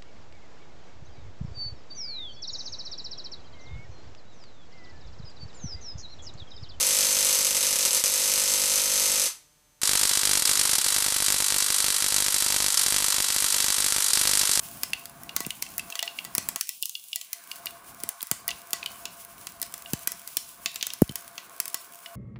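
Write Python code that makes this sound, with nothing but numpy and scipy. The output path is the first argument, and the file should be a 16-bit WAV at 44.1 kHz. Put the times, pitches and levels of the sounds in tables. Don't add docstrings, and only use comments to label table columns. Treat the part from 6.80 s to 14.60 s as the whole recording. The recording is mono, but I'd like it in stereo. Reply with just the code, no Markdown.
import sys
import numpy as np
from scipy import signal
from scipy.fft import rfft, irfft
from scipy.io import wavfile

SR = 44100
rng = np.random.default_rng(int(sys.argv[2]) if len(sys.argv) > 2 else 0)


def to_linear_factor(level_db):
    exponent = np.asarray(level_db, float) / 20
    return 10 ** exponent


def transcribe(signal):
    frames = np.atleast_2d(signal).T
    limited = np.clip(frames, -1, 1)
    pcm = np.round(limited * 32767).astype(np.int16)
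    wavfile.write(sys.argv[1], SR, pcm)


N = 343959
MAINS_HZ = 50
LEAD = SR // 5

# (first spark [s], last spark [s], lateness [ms])
FAR_RUNS = [(-.1518, .428, .35), (.448, .928, .35), (.958, .958, 0), (.988, 1.028, .3), (1.052, 1.052, 0),
            (1.057, 1.078, .3), (1.108, 1.108, 0), (1.131, 1.131, 0), (1.148, 1.168, 0), (1.197, 1.197, 0),
            (1.239, 1.398, .4), (1.418, 1.9377, .2), (1.9577, 2.4575, .2)]
FAR_RUN_DB = [-7.5, -7, -9.5, -8.5, -5.5, -11, -9, -9.5, -6, -17, -7.5, -8, -8]
# (time [s], change [dB])
UNEVEN = [(.168, -0.5), (.448, 1.5), (.548, 1.5), (.568, -3), (.628, -3.5), (.688, -6), (.728, -5.5),
          (.788, -10), (.888, -4.5), (1.078, 2.5), (1.108, -0.5), (1.131, 3), (1.197, 4), (1.259, 1),
          (1.279, -1.5), (1.299, -2.5), (1.318, -1.5), (1.339, 0.5), (1.358, -1.5), (1.379, -1.5)]
# (frequency [Hz], density [dB per Hz])
FAR_CRACK = [(300, -16), (1000, -25.5), (2500, -8.5), (5500, -0.5), (8500, 2), (11500, 0), (13800, -12),
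             (15000, -52)]
FAR_DELAYS_MS = [
    -.8,
    .6,
    4.5,
    5.2,
    6.3,
    10.4,
    14.6,
]
# (smear [ms], left level [dB], right level [dB])
FAR_ECHOES = [(0.9, -15, -14), (0.033, -14, -2), (0.13, -38, -8), (0.61, -33, -3), (.2, -10, -3),
              (0.071, -15, -11), (0.3, -20, -16)]
# (frequency [Hz], density [dB per Hz])
FAR_ROOM = [(100, -43), (330, -22), (570, -23), (730, -22), (950, -15), (1350, -18.5), (2000, -12),
            (3500, -8.5), (5000, -4.5), (6300, -5), (8000, -3), (10500, -6), (13500, -9), (15000, -54)]
# (frequency [Hz], width [Hz], level [dB])
FAR_RINGS = [(1287, 44, 2.5), (5130, 48, -16), (6110, 56, 2.5), (6320, 60, 2), (8060, 27, -2),
             (9700, 90, 2)]
# (time [s], thump level [dB])
FAR_STRIKES = [
    (.368, -5),
    (.428, -8),
    (1.239, -2),
    (1.279, -14),
    (1.578, -2),
    (1.598, -9),
]
# (frequency [Hz], width [Hz], level [dB])
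CABINET = [
    (520, 75, 19),
    (400, 28, 11),
]


def far_coil():
    s, db, _ = firing(FAR_RUNS, FAR_RUN_DB, scatter_db=0.64)
    when, change_db = np.transpose(UNEVEN)
    uneven = nearest(s, when)
    db[uneven] += change_db
    answers = room(FAR_ROOM, t60=0.25, onset_ms=4.2, count=5)
    sound = sparks(s, db + 3.5, FAR_CRACK, zip(FAR_DELAYS_MS, FAR_ECHOES), answers, FAR_RINGS,
                   front=[0.51, 0.34, 0.29, 0.8, -1.21], rough=1.0, smear_ms=0.37,
                   room_db=9, pan_db=-1.5, steady=0.78)

    crack_db = -17 + 3 * rng.standard_normal(len(s))
    when, strike_db = np.transpose(FAR_STRIKES)
    crack_db[nearest(s, when)] = strike_db - 4.5
    wall_db = -13.5 + 2.7 * rng.standard_normal(len(s))
    wall_db[uneven] -= 9
    sound = sound + thump(s, crack_db, pan_db=-22.0) + thump(s + .0045, wall_db, pan_db=-20.0)

    knock = -train(s + .0052, to_linear_factor(db)[:, None])
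    for hz, width_hz, gain_db in CABINET:
        sound = sound + to_linear_factor(gain_db) * ring(ring(knock, hz, 2 * width_hz), hz, width_hz)
    return sound


# (first spark [s], last spark [s], lateness [ms])
NEAR_RUNS = [(3.0165, 3.0165, 0), (3.0331, 3.5931, .7), (3.6229, 3.6229, 0), (3.6531, 3.9531, .6),
             (3.9836, 3.9836, 0), (4.0137, 4.0137, 0), (4.0436, 4.3234, .3), (4.3434, 4.9834, .15),
             (5.0034, 5.9434, .15), (5.9735, 6.0335, .3), (6.0636, 6.5034, .15), (6.5234, 7.3034, .15),
             (7.3334, 7.7934, .6)]
NEAR_RUN_DB = [-11, -6, -8.5, -5.5, -5, -8.5, -6.5, -7, -7, -5, -7, -7, -5.5]
# (frequency [Hz], density [dB per Hz])
NEAR_CRACK = [(300, -48), (1000, -4.5), (2500, -6.5), (5000, 0), (8500, 4), (11500, -1.5), (14000, -9.5),
              (16000, -33.5)]
NEAR_DELAYS_MS = [
    -1.0,
    .5,
    2.3,
    4.0,
    4.7,
    5.6,
]
# (smear [ms], left level [dB], right level [dB])
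NEAR_ECHOES = [(0.1, -9, -16), (0.19, -21, -18), (0.56, 4.5, 0), (0.07, -8.5, -5.5), (0.21, -6, -10.5),
               (1.2, -13, 1)]
# (frequency [Hz], density [dB per Hz])
NEAR_ROOM = [(100, -23.5), (480, -11), (680, -15.5), (900, -8), (1350, -8.5), (1900, -9), (3000, -5),
             (4300, 1.5), (6500, -1.5), (8700, 2.5), (11000, -3), (13500, -9), (15500, -43)]
# (frequency [Hz], width [Hz], level [dB])
NEAR_RINGS = [(1364, 27, -1.5), (3327, 37, -4), (4020, 60, -7), (4690, 35, -6), (7870, 84, -19),
              (10500, 78, -12)]
# (first [s], last [s])
LULLS = [(3.01, 3.02), (3.05, 3.08), (3.17, 3.20), (3.27, 3.30), (3.33, 3.36), (3.39, 3.42), (3.59, 3.60),
         (3.65, 3.68), (3.73, 3.76), (4.01, 4.05), (4.08, 4.11), (4.44, 4.47), (4.64, 4.69), (4.78, 4.81),
         (4.84, 4.89), (4.92, 4.99), (5.12, 5.21), (5.28, 5.31), (5.50, 5.53), (5.58, 5.61), (5.90, 6.00),
         (6.30, 6.33), (6.42, 6.49), (6.52, 6.55), (6.58, 6.61), (6.66, 6.73), (6.92, 6.97), (7.08, 7.11),
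         (7.20, 7.31), (7.65, 7.68)]
MISSES = [3.834, 3.874, 3.914, 3.954, 4.144, 4.204, 4.244, 4.304, 4.344, 4.384, 4.584, 5.023, 5.443, 5.643,
          5.683, 5.783, 6.034, 6.104, 6.264, 6.364, 6.784, 6.824, 6.864, 7.144, 7.354, 7.394, 7.434, 7.594,
          7.724, 7.754]


def near_coil():
    s, db, restless = firing(NEAR_RUNS, NEAR_RUN_DB, scatter_db=0.91)
    answers = room(NEAR_ROOM, t60=0.24, onset_ms=0.33, count=5)
    sound = sparks(s, db + 3.5, NEAR_CRACK, zip(NEAR_DELAYS_MS, NEAR_ECHOES), answers, NEAR_RINGS,
                   front=[1.4], rough=0.51, smear_ms=0.073, room_db=5.0, pan_db=-0.1, steady=0.61)

    first, last = np.transpose(LULLS + [(miss - .012, miss + .012) for miss in MISSES])
    short = np.any((s[:, None] > first) & (s[:, None] < last), axis=1)
    weakness = np.abs(rng.standard_normal(len(s)))
    graze_db = -8.5 - 13 * weakness
    strike_db = 5 - 3.5 * weakness
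    click_db = np.where(short, graze_db, strike_db)
    sound = sound + thump(s, click_db + 2.1 * restless, pan_db=-1.5)

    flare_db = db + 17 + 3.5 * rng.standard_normal(len(s))
    size = (restless * to_linear_factor(flare_db))[:, None]
    flare = [train(s + 0.002, size * crooked(len(s), smear_ms=.7)) for _ in range(2)]
    return sound + ring(np.array(flare), hz=5130, width_hz=1000)


def firing(runs, runs_db, scatter_db):
    s, db, restless = [], [], []
    for (first, last, late_ms), run_db in zip(runs, runs_db):
        count = round((last - first) * MAINS_HZ) + 1
        lateness, luck = rng.standard_normal((2, count))
        s.append(np.linspace(first, last, count) + np.abs(lateness) * late_ms / 1000)
        db.append(run_db + scatter_db * luck)
        restless.append(np.full(count, late_ms))
    s = np.concatenate(s)
    slipped = np.diff(s, prepend=s[0]) * MAINS_HZ > 1.25
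    return s, np.concatenate(db) + 2 * slipped, np.concatenate(restless) + slipped / 2


def sparks(s, db, crack, echoes, answers, rings, front, rough, smear_ms, room_db, pan_db, steady):
    size = to_linear_factor(db)[:, None]
    fresh = np.sqrt(1 - steady ** 2)
    shock = rough * crooked(len(s), smear_ms)
    shock[:, :len(front)] = front
    dry = np.array([train(s, size * (shock + 0.64 * crooked(len(s), smear_ms))) for _ in range(2)])

    for delay_ms, (spread_ms, *ear_db) in echoes:
        shape = steady * crooked(1, spread_ms) + fresh * crooked(len(s), spread_ms)
        bounce = size * shape * to_linear_factor(0.94 * rng.standard_normal((len(s), 1)))
        dry = dry + to_linear_factor(np.array(ear_db))[:, None] * train(s + delay_ms / 1000, bounce)

    share = rng.standard_normal((len(s), len(answers)))
    share *= fresh / np.sqrt(np.sum(share[:, 1:] ** 2, axis=1, keepdims=True))
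    share[:, 0] = steady
    wet = np.zeros((2, N + LEAD))
    for k, answer in enumerate(answers):
        drive = train(s, size * share[:, [k]])
        wet += signal.oaconvolve(drive[None], answer, axes=1)[:, :N + LEAD]
    wet = wet + sum(to_linear_factor(gain_db + 3.5) * ring(wet, hz, width_hz) for hz, width_hz, gain_db in rings)
    return colour(dry, crack) + to_linear_factor(room_db + np.array([[pan_db], [-pan_db]]) / 2) * wet


def crooked(count, smear_ms, size=96):
    fade = np.exp(-(np.arange(size) / (max(smear_ms, .02) * SR / 700)) ** 2)
    clicks = rng.standard_normal((count, size)) * fade
    return unit_energy(clicks)


def unit_energy(clicks):
    return clicks / np.sqrt(np.sum(clicks ** 2, axis=1, keepdims=True))


def thump(s, db, pan_db):
    click = train(s, to_linear_factor(db)[:, None])
    click = signal.sosfilt(signal.butter(2, 7000, fs=SR, output="sos"), click)
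    click = click + to_linear_factor(-6) * signal.sosfilt(signal.butter(1, 110, fs=SR, output="sos"), click)
    click = signal.sosfilt(signal.butter(1, 13, "high", fs=SR, output="sos"), click)
    return click * to_linear_factor(np.array([[pan_db], [-pan_db]]) / 2)


def ring(x, hz, width_hz):
    return signal.lfilter(*signal.iirpeak(hz, hz / width_hz, fs=SR), x)


# (frequency [Hz], share [0-1])
LIKE = [(100, 0), (1000, 0.87), (2500, 0.25), (6000, 0)]


def room(table, t60, onset_ms, count):
    t = np.arange(SR // 2) / SR
    long_fade = to_linear_factor(-60 * t / 0.88)
    fade = (to_linear_factor(-60 * t / t60) + to_linear_factor(-29) * long_fade) * np.clip(t * 1000 / onset_ms, 0, 1)
    hz = np.arange(len(t) // 2 + 1) * SR / len(t)
    like = np.clip(curve(LIKE, hz), 0, 1)
    mid, side = rfft(rng.standard_normal((2, count, 1, len(t))))
    left_right = np.array([[1], [-1]])
    pair = irfft(mid * np.sqrt(1 + like) + side * np.sqrt(1 - like) * left_right) * fade
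    dull = signal.lfilter([.4], [1, -.6], pair)
    pair = dull * (1 - long_fade) + pair * long_fade
    return [colour(h, table) / np.sqrt(np.sum(fade ** 2)) for h in pair]


def train(s, shapes):
    at = LEAD + np.round(s * SR).astype(int)[:, None] + np.arange(shapes.shape[1])
    return np.bincount(at.ravel(), shapes.ravel(), N + SR)[:N + LEAD]


def nearest(s, when):
    return np.argmin(np.abs(s[:, None] - when), axis=0)


def curve(table, hz):
    f, v = np.transpose(table)
    return np.interp(np.log(np.maximum(hz, 1)), np.log(f), v)


def colour(x, table, size=4096):
    cep = irfft(np.log(to_linear_factor(curve(table, np.arange(size // 2 + 1) * SR / size))))
    cep[1:size // 2] *= 2
    cep[size // 2 + 1:] = 0
    h = irfft(np.exp(rfft(cep)))
    h = h / np.sqrt(np.sum(h ** 2))
    return signal.oaconvolve(np.atleast_2d(x), h[None], axes=1)[:, :np.shape(x)[-1]]


WHINE_ORDERS = [1, 2, 4, 6, 21, 28, 39, 41, 42, 43, 49, 52, 58, 63]
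WHINE_DB = [-78, -77, -79, -76, -79, -81, -79, -78, -72, -77, -78, -76, -80, -78]


def supply_whine():
    order = np.arange(1, 97)
    db = -82 - order / 30
    db[np.array(WHINE_ORDERS) - 1] = WHINE_DB
    start = rng.standard_normal(len(order))
    t = np.arange(SR // MAINS_HZ)[:, None] / SR
    cycle = 3 * MAINS_HZ * order * t + start
    sides = []
    for _ in range(2):
        level_db, shift = rng.standard_normal((2, len(order)))
        lines = np.sin(2 * np.pi * (cycle + shift / 12))
        sides.append(np.resize(lines @ to_linear_factor(db + level_db), N))
    return np.array(sides)


# (frequency [Hz], density [dB per Hz])
HUSH = [(18, -27), (30, 5), (388, -11), (602, -10), (668, -14), (888, -13), (2840, -20.5), (6340, -17),
        (14500, -22)]


def hush():
    return to_linear_factor(-63.5) * colour(rng.standard_normal((2, N)), HUSH)


def scene():
    far = signal.sosfilt(signal.butter(10, 14300, fs=SR, output="sos"), far_coil())
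    return (far + near_coil())[:, LEAD:] + supply_whine() + hush()


def roll_off(x):
    return signal.sosfilt(signal.butter(12, 15790, fs=SR, output="sos"), x)


def record(dry):
    rounded = 1.265 * np.tanh(dry / 1.33)
    mix = signal.sosfilt(signal.butter(12, 14800, fs=SR, output="sos"), rounded)
    return roll_off(mix)


dry = scene()
out = record(dry)
transcribe(out)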